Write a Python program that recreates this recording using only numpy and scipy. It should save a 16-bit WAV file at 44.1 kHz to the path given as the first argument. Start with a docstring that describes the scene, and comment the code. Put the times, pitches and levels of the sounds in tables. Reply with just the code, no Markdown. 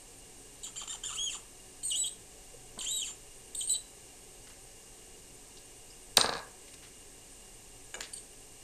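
"""Brass stove on a workbench

A quiet workshop, one microphone close to the bench. A key turns the spindle of a small brass stove;
it sticks and slips, squeaking at each twist of the wrist. Dropped among the tools, the key chatters
on steel and bounces on the bench. Fingers fit a small cap with two clicks and a chirp.
The walls answer briefly; room hum and microphone hiss lie underneath."""
import sys
import numpy as np
from scipy import signal
from scipy.fft import rfft, irfft, next_fast_len
from scipy.io import wavfile
from scipy.ndimage import uniform_filter1d

SR = 44100
rng = np.random.default_rng(int(sys.argv[2]) if len(sys.argv) > 2 else 0)


def master(y):
    """Save y as 16-bit WAV."""
    cut = np.clip(np.atleast_2d(y).T, -1, 1)
    pcm = np.round(cut * 32767)  # scale
    wavfile.write(sys.argv[1], SR, pcm.astype(np.int16))


N = 380583

# low rumble of the workshop: (frequency [Hz], relative level [dB])
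RUMBLE_SPECTRUM = [(8.8, -5), (15, 7), (76, -9), (92, -13), (123, -5.5), (149, -16.5), (180, -11),
                   (214, -14.5), (281, -10), (315, -13.5), (412, -8), (520, -16), (735, -18), (1500, -22.5),
                   (1950, -38), (3300, -120)]
# the microphone's own hiss: (frequency [Hz], relative level [dB])
HISS_SPECTRUM = [(1450, -15), (1650, -4), (1900, -8), (2300, -5), (3500, -7.5), (5000, -6.5), (7000, -0.5),
                 (8500, 2), (9100, 1), (9600, -10), (12000, -9.5), (13000, -17.5), (15000, -23)]
# narrow hums and whines in the room: (frequency [Hz], width [Hz], level [dB])
ROOM_HUMS = [(31.2, 22, -70), (120.5, 7.8, -75), (185.4, 5.1, -78.5), (276.2, 6, -74.5),
             (372.4, 5.6, -73.5), (447, 55, -70.5), (562, 10, -75.5), (751, 66, -71.5), (2829, 72, -69),
             (8920, 33, -65.5)]
# one row a squeak, the last two from the cap: (level offset [dB], brightness [dB], whistle [dB],
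# roughness [0-1], opening rasp [0-1], path of (time [s], slip rate [Hz]))
SQUEAKS = [ (-3.5, -1.5, 0, 0.52, .6, [(.633, 3955), (.645, 3984), (.654, 3515), (.665, 1730), (.682, 975),
           (.69, 756)]), (-2, -8, -3, 0.37, 0.45, [(.759, 1215), (.776, 2395), (.791, 2392), (.823, 956),
           (.84, 733)]), (-0.5, -1.5, 1, .35, 0.69, [(.875, 1173), (.893, 1766), (.92, 1864), (.942, 998),
           (.957, 717)]), (0, 0, 0.5, .38, 0.595, [(1.035, 1402), (1.055, 1807), (1.074, 1790),
           (1.087, 1477), (1.12, 1110), (1.145, 1615), (1.165, 2560), (1.192, 3260), (1.25, 3370),
           (1.28, 3188), (1.32, 2218), (1.368, 738)]), (3, 7.5, 9, 0.44, .8, [(1.831, 4245), (1.875, 4370),
           (1.903, 4010), (1.918, 3060), (1.937, 2800), (1.96, 3330), (1.985, 3986), (2.031, 3910)]),
           (0, -2, 8.5, 0.52, 0.66, [(2.037, 3290), (2.05, 3220), (2.083, 3986)]),
           (-0.5, 0, 1.5, .58, 0.74, [(2.789, 4004), (2.806, 4100), (2.819, 2362), (2.833, 1457),
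           (2.857, 2540), (2.877, 3340), (2.915, 3827), (2.968, 3890), (2.995, 3712), (3.022, 3270),
           (3.078, 1820), (3.112, 809)]), (1.5, 6.5, 6, .5, 0.47, [(3.548, 3425), (3.56, 4440),
           (3.575, 4430), (3.606, 4000), (3.615, 3050), (3.63, 4230), (3.65, 4200)]),
           (6, 0, -2, .5, 0.1, [(3.673, 4340), (3.688, 4370), (3.697, 3927), (3.734, 4120)]),
           (1.5, -17, 1, .15, .45, [(3.737, 3990), (3.763, 3950)]), (-2.5, -1, 1, .45, .3, [(8.134, 4650),
           (8.143, 4520)]), (-6.5, -2, 5, 1, .6, [(8.161, 4120), (8.182, 4550)])]
# how the metal answers the slips: (slip rate [Hz], level [dB], upper over lower resonances [dB])
SLIP_RESPONSE = [(730, -48.5, -8), (1070, -44, -2.5), (1800, -42.5, 0.5), (2560, -42.5, 8),
                 (2800, -39, -17), (3260, -36.5, -20.5), (3360, -39, -2.5), (3880, -37, -2),
                 (4050, -40, 11), (4500, -42, 23), (4450, -40, 10)]
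# resonances of spindle and valve: (frequency [Hz], width [Hz], gain [dB])
SPINDLE_MODES = [(1110, 1900, 4.5), (3020, 190, 2), (3130, 214, 16.5), (3660, 510, 1.5), (4500, 91, 9.5),
                 (7040, 690, 3), (7183, 480, 17), (7870, 220, 10), (8800, 540, 17), (11370, 500, -41)]
# overall tone colour of the squeaks at the microphone: (frequency [Hz], gain [dB])
SQUEAK_COLOUR = [(800, 6), (1150, 3), (1450, -2.5), (1900, -7.5), (2700, -1), (9000, -1), (10200, 1),
                 (12000, -0.5), (12800, -13), (15000, 6)]
# fingers grip, brush and nudge: (time [s], level [dB], centre [Hz], width [octaves], length [s])
FINGER_TOUCHES = [(2.533, -51, 478, 0.18, 0.022), (2.771, -45.5, 364, 1.2, 0.023),
                  (4.47, -55, 2500, 1.2, 0.01), (4.495, -55.5, 900, 2.2, 0.022),
                  (5.569, -53, 4400, 0.33, .015), (5.902, -56.5, 5070, 0.081, 0.021),
                  (6.673, -56.5, 3430, 1, 0.025), (6.735, -49.5, 3720, 0.93, 0.013),
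                  (6.821, -55, 2660, 1.1, 0.05), (7.933, -51.5, 460, 0.92, 0.098),
                  (8.021, -44.5, 3600, .6, 0.036), (8.129, -47, 9900, .12, 0.024)]
# the key's tip rings as it lands: (frequency [Hz], relative level [dB], t60 [s])
KEY_TIP_MODES = [(7800, -12, .008), (8670, 13, 0.013), (12100, -7, 0.027)]
# modes of the bench: (frequency [Hz], relative level [dB], t60 before the ring factor [s])
BENCH_MODES = [(85, -24, 0.1), (149, -19, 0.15), (253, -8.5, 0.025), (385, -8.5, 0.036), (476, -1, 0.027),
               (787, 6, 0.013), (1064, -0.5, .02), (1197, -3, 0.024), (1634, -3.5, 0.025),
               (2480, -3, 0.0095)]
# the key strikes the tools, steel on steel: (time [s], peak level [dB])
STEEL_BLOWS = [(6.1720, -3.5), (6.213, -10), (6.2456, -27), (6.2604, -20), (6.2697, -38), (6.2940, -21.5),
               (6.3284, -31), (6.3374, -27)]
# colour of the steel: (frequency [Hz], gain [dB])
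STEEL_COLOUR = [(1200, -2), (2300, -11), (2900, -9.5), (3400, -8.5), (3900, 1.5), (4500, 1), (5300, -8.5),
                (6500, -10.5), (7700, -11.5), (8700, -9), (10000, -31), (12400, -18), (15000, -15)]
# the cap meets the stove: (time [s], peak level [dB], brightness limit [Hz], ring factor [ratio])
CAP_CLICKS = [(7.9421, -25.5, 2000, 1.0), (7.953, -31, 4000, .15), (8.0055, -32, 7000, 0.097),
              (8.0080, -20.5, 4470, 0.058), (8.015, -30, 8000, 0.19), (8.031, -32, 3500, 0.2)]
# modes of the cap and its seat: (frequency [Hz], relative level [dB], t60 before the ring factor [s])
CAP_MODES = [(825, -17, 0.059), (1648, -1.5, 0.07), (2300, -6, 0.052), (2886, -2, 0.072), (3580, 0, 0.024),
             (4930, -8, .012), (6500, 0, 0.06), (7030, 8.5, 0.065), (8400, 6, 0.03)]
# decay of the workshop's reflections: (frequency [Hz], t60 [s])
WORKSHOP_DECAY = [(150, 0.22), (700, 0.46), (2000, 0.39), (4000, 0.27), (8000, 0.2), (14000, 0.93)]
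# colour of those reflections at the microphone: (frequency [Hz], gain [dB])
WORKSHOP_COLOUR = [(100, -3), (300, 4.5), (700, -4), (1200, 4), (1450, 2), (1700, 5), (2200, 5.5),
                   (3000, -3), (4000, -0.5), (5500, 1.5), (8500, 7), (10000, -4.5), (12000, -7),
                   (14000, -18)]

BAND_LIMIT_HZ = 15200


def amp(db):
    """Decibels to gain."""
    return 10 ** (np.asarray(db) / 20)


def unit(x):
    """Scales to rms 1."""
    return x / np.sqrt(np.mean(x ** 2) + 1e-20)


def read(points, hz):
    """Reads a table on a log-frequency axis."""
    f, value = np.transpose(points)
    return np.interp(np.log(hz + 1), np.log(f + 1), value)


def add(mix, s, sound):
    """Mixes a sound in at time s."""
    part = mix[round(s * SR):][:len(sound)]
    part += sound[:len(part)]


def lowpass(hz, edge_hz, order=2):
    """Gain of a smooth low-pass."""
    return 1 / np.sqrt(1 + (hz / edge_hz) ** (2 * order))


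def noise(gain, count=N):
    """Noise of rms 1 with the given spectrum."""
    return unit(irfft(rfft(rng.standard_normal(count)) * gain, count))


def waver(count, rate_hz):
    """Random drift of rms about 1, up to the given rate."""
    size = next_fast_len(2 ** 14 + count)
    return noise(lowpass(np.fft.rfftfreq(size, 1 / SR), rate_hz), size)[:count]


def room_tone(rumble_db=-57, hiss_db=-55):
    """The still workshop: low rumble, narrow hums and the microphone's hiss."""
    f = np.fft.rfftfreq(N, 1 / SR)
    rumble = amp(rumble_db) * noise(amp(read(RUMBLE_SPECTRUM, f)) * lowpass(f, 1228, order=8))
    hiss = amp(hiss_db) * noise(amp(read(HISS_SPECTRUM, f)) * (1 - lowpass(f, 720, order=8)))
    hums = sum(amp(db) * noise(lowpass(f - hz, width / 2)) for hz, width, db in ROOM_HUMS)
    return rumble + hiss + hums


def twist(level_db, bright_db, whistle_db, roughness, rasp, path,
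          break_s=0.015, fray_octaves_per_s=6.86, steady_smoothing=0.802, steady_db=2):
    """One twist of the wrist: a steady slip rate runs clean and loud, a gliding one frays."""
    times, rates = np.transpose(path)
    t = np.arange(times[0], times[-1] + 0.0025, 1 / SR)
    hz = np.interp(t, times, rates)
    breaking_loose = np.exp(-(t - t[0]) / break_s)
    glide = uniform_filter1d(abs(np.gradient(np.log2(hz))) * SR, size=400)
    steady = 1 - np.tanh(glide / fray_octaves_per_s)
    stumble = 0.45 * lowpass(hz, 1130, order=4)  # slow slips are rougher
    rough = roughness * (1 - steady_smoothing * steady) + rasp * breaking_loose + stumble
    at_hz, loud_db, upper_db = np.transpose(SLIP_RESPONSE)
    db = level_db + np.interp(hz, at_hz, loud_db) + steady_db * steady * (1 - breaking_loose)
    # the opening rasp excites all resonances alike
    tilt_db = (bright_db + np.interp(hz, at_hz, upper_db)) * (1 - rasp * breaking_loose)
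    return t, hz, db, tilt_db, np.clip(rough, 0.06, 1), amp(whistle_db)


def stick_slip(hz, rough, whistle, drain=0.21, wander=0.0273, uneven=0.61, grit=0.17, scrape=0.29):
    """The force of sticking and slipping: a pulse train whose overtones fray in rough stretches."""
    n = len(hz)
    # slow slips come irregularly; quick ones lock to the metal and run steadily
    jitter = 120 / hz * waver(n, 700)
    cycles = np.cumsum(hz * (1 + rough * (jitter + wander * waver(n, 113)))) / SR
    edge_hz = 8500 * (1 + 0.15 * rough)  # smooth sliding has rounder slips
    edge_hz /= 1 + drain * rough * whistle ** 2  # a whistling upper mode drains the overtones
    slips = np.zeros(n)
    for k in range(1, 19):
        gain = lowpass(k * hz, edge_hz, order=5) * (k * hz < BAND_LIMIT_HZ)
        slips += gain * np.cos(2 * np.pi * k * cycles)
    rasp = rng.standard_normal(n + 1)
    friction = rough * (grit * rasp[:n] + scrape * np.diff(rasp))
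    return cycles, unit(slips) * (1 + uneven * rough * waver(n, 590)) + friction


def free_modes(cycles, hz, whistle, throb=0.4, chime=0.14, slack_hz=6850, tighten=0.36):
    """Modes break free of the slips: one whistles, higher as the slips quicken; others flare by turns."""
    n = len(hz)
    whistle_hz = slack_hz + tighten * hz + 80 * waver(n, 65)
    singing = np.sin(2 * np.pi * np.cumsum(whistle_hz) / SR) * (1 + throb * np.cos(2 * np.pi * cycles))
    flares = sum(waver(n, 29) * np.sin(2 * np.pi * np.cumsum(mode_hz + 40 * waver(n, 44)) / SR)
                 for mode_hz, _, _ in SPINDLE_MODES[1:])
    return whistle * singing + chime * flares


def squeak(t, hz, db, tilt_db, rough, whistle, flutter_db=3.5, split_hz=6300, ripple=0.36, tank_s=0.0048):
    """Each slip kicks the resonances of the brass. Returns the start time and the sound."""
    n = len(t)
    cycles, drive = stick_slip(hz, rough, whistle)
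    drive += rough * free_modes(cycles, hz, whistle)
    size = next_fast_len(n + 2048)
    f = np.fft.rfftfreq(size, 1 / SR)
    body = sum(amp(gain_db) * 1j * f * width / (mode_hz ** 2 - f ** 2 + 1j * f * width)
               for mode_hz, width, gain_db in SPINDLE_MODES)
    # the tank's many small modes make each gliding overtone stutter
    tank = rng.standard_normal(size) * np.exp(-np.arange(size) / SR / tank_s)
    body *= 1 + ripple * rfft(tank) / np.linalg.norm(tank)
    ringing = rfft(drive, size) * body * amp(read(SQUEAK_COLOUR, f))
    # the grip shares the energy between the lower and the upper resonances
    lower = lowpass(f, split_hz, order=8)
    upper = np.sqrt(1 - lower ** 2)
    upper_share = 1 / (1 + amp(-2 * tilt_db))
    sound = np.zeros(n)
    for band, share in (lower, 1 - upper_share), (upper, upper_share):
        part = irfft(ringing * band, size)[:n]
        power = abs(uniform_filter1d(part ** 2, size=300)) + 1e-12
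        flutter = amp(flutter_db * np.sqrt(rough) * waver(n, 60))
        sound += part * np.sqrt(share / power) * flutter
    fade = np.clip(np.minimum((t - t[0]) / 0.0006, (t[-1] - t) / 0.0012), 0, 1)
    return t[0], sound * amp(db) * fade


def finger_touch(db, hz, octaves, length_s):
    """A soft scuff near the microphone: a quick swell of grainy noise that dies away."""
    t = np.arange(SR // 2) / SR
    f = np.fft.rfftfreq(len(t), 1 / SR)
    grains = rng.standard_normal(len(t)) * rng.exponential(1, len(t))
    band = np.exp(-0.5 * (np.log2((f + 1) / hz) / octaves) ** 2)
    scuff = unit(irfft(rfft(grains) * band, len(t)))
    age = 3 * t / length_s
    return amp(db) * scuff * age * np.exp(1 - age)


def strike(modes, peak_db, bright_hz, ring, crack, crack_s=0.0022, rise_s=0.0004, thin_hz=700):
    """A knock on key tip, bench or cap: a crack of contact, then modes whose decay time ring scales."""
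    t = np.arange(SR // 4) / SR
    f = np.fft.rfftfreq(len(t), 1 / SR)
    colour = lowpass(f, bright_hz) * (1 - lowpass(f, thin_hz))
    sound = crack * noise(colour, len(t)) * np.exp(-t / crack_s)
    for k, (hz, db, t60) in enumerate(modes):
        swing = (-1) ** k * np.sin(2 * np.pi * hz * t * rng.uniform(1.0, 1.008))
        sound += amp(db - 60 * t / (t60 * ring)) * lowpass(hz, bright_hz, order=1) * swing
    sound *= 1 - np.exp(-t / rise_s)
    return amp(peak_db) * sound / abs(sound).max()


def steel_chatter(peak_db, centre_hz=4500, buzz=0.07, buzz_s=0.0037, low_hz=2400):
    """A blow runs along thin steel: high bending waves arrive first, so the click falls in pitch."""
    t = np.arange(2048) / SR
    f = np.fft.rfftfreq(len(t), 1 / SR)
    delay_s = 0.0048 * (np.sqrt(centre_hz / np.maximum(f, 500)) - 1)
    phase = -2 * np.pi * np.cumsum(delay_s) * f[1]
    bright_hz = 5900 + 17000 * amp(peak_db) ** 2  # harder blows are brighter
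    low_cut = np.sqrt(1 - lowpass(f, low_hz, order=3) ** 2)
    gain = amp(read(STEEL_COLOUR, f)) * lowpass(f, bright_hz, order=6) * low_cut
    # the contact buzzes for an instant after the first touch
    contact = 1 + rfft(buzz * rng.standard_normal(len(t)) * np.exp(-t / buzz_s))
    chirp = np.fft.fftshift(irfft(gain * contact * np.exp(1j * phase)))
    return amp(peak_db) * chirp / abs(chirp).max()


def handle_bounces(start_s=6.1787, flight_s=0.0648, rebound=0.735, first_db=-12.5, loss_db=3.7, count=7):
    """The key's handle knocks on the bench, ever sooner and softer: (time [s], peak level [dB])."""
    k = np.arange(count)
    return zip(start_s + flight_s * (1 - rebound ** k) / (1 - rebound), first_db - loss_db * k)


def steel_rattle(start_s=6.352, gap_s=0.01, uneven=0.212, peak_db=-35.5, spread_db=0.5, count=5):
    """Faint uneven ticks as the steel comes to rest: (time [s], peak level [dB])."""
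    late, soft = rng.standard_normal((count, 2)).T
    return zip(start_s + gap_s * (np.arange(count) + uneven * late), peak_db - spread_db * soft)


def workshop_reflections(sound, gap_s=0.0025, echoes_per_s=4000):
    """Dense reflections reach the microphone from bench and walls, each band dying at its own speed."""
    t = np.arange(SR * 3 // 4) / SR
    echoes = rng.choice([-1., 1.], len(t)) * (rng.random(len(t)) < echoes_per_s / SR) * (t > gap_s)
    hz, age, bands = signal.stft(echoes, SR, nperseg=256)
    bands *= amp(-60 * age / read(WORKSHOP_DECAY, hz)[:, None])
    norm = np.linalg.norm(signal.istft(bands, SR, nperseg=256)[1])
    tail = signal.istft(bands * amp(read(WORKSHOP_COLOUR, hz))[:, None], SR, nperseg=256)[1]
    return signal.fftconvolve(sound, tail / norm)[:N]


def scene(landing_s=6.1695):
    """Stove, key and cap close to one microphone in a small room; both channels are alike."""
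    squeaks, fingers, steel, bench, cap = np.zeros((5, N))
    for row in SQUEAKS:
        add(squeaks, *squeak(*twist(*row)))
    for s, *shape in FINGER_TOUCHES:
        add(fingers, s, finger_touch(*shape))
    # the dropped key lands tip first, with a thud from the bench
    add(steel, landing_s, strike(KEY_TIP_MODES, peak_db=-15, bright_hz=14000, ring=1.0, crack=1.0))
    for s, db in [(landing_s, -22), *handle_bounces()]:
        add(bench, s, strike(BENCH_MODES, db, bright_hz=3000, ring=0.71, crack=0.076))
    for s, db in [*STEEL_BLOWS, *steel_rattle()]:
        chirp = steel_chatter(db)
        add(steel, s - len(chirp) / 2 / SR, chirp)
    for s, db, bright_hz, ring in CAP_CLICKS:
        add(cap, s, strike(CAP_MODES, db, bright_hz, ring, crack=0.71))
    direct = squeaks + fingers + steel + bench + cap
    into_room = amp(-5.5) * (squeaks + fingers) + amp(-6) * steel + amp(-0.5) * bench + amp(-8.5) * cap
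    mono = direct + workshop_reflections(into_room) + room_tone()
    return np.array([mono, mono])


def record(dry):
    """The recorder rounds off the loudest peak and cuts the treble above its band limit."""
    ceiling = 0.56
    limited = dry / (1 + (dry / ceiling) ** 6) ** (1 / 6)
    treble_cut = signal.firwin(401, BAND_LIMIT_HZ, window=("kaiser", 8), fs=SR)
    return signal.oaconvolve(limited, treble_cut[None], "same")


dry = scene()
out = record(dry)
master(out)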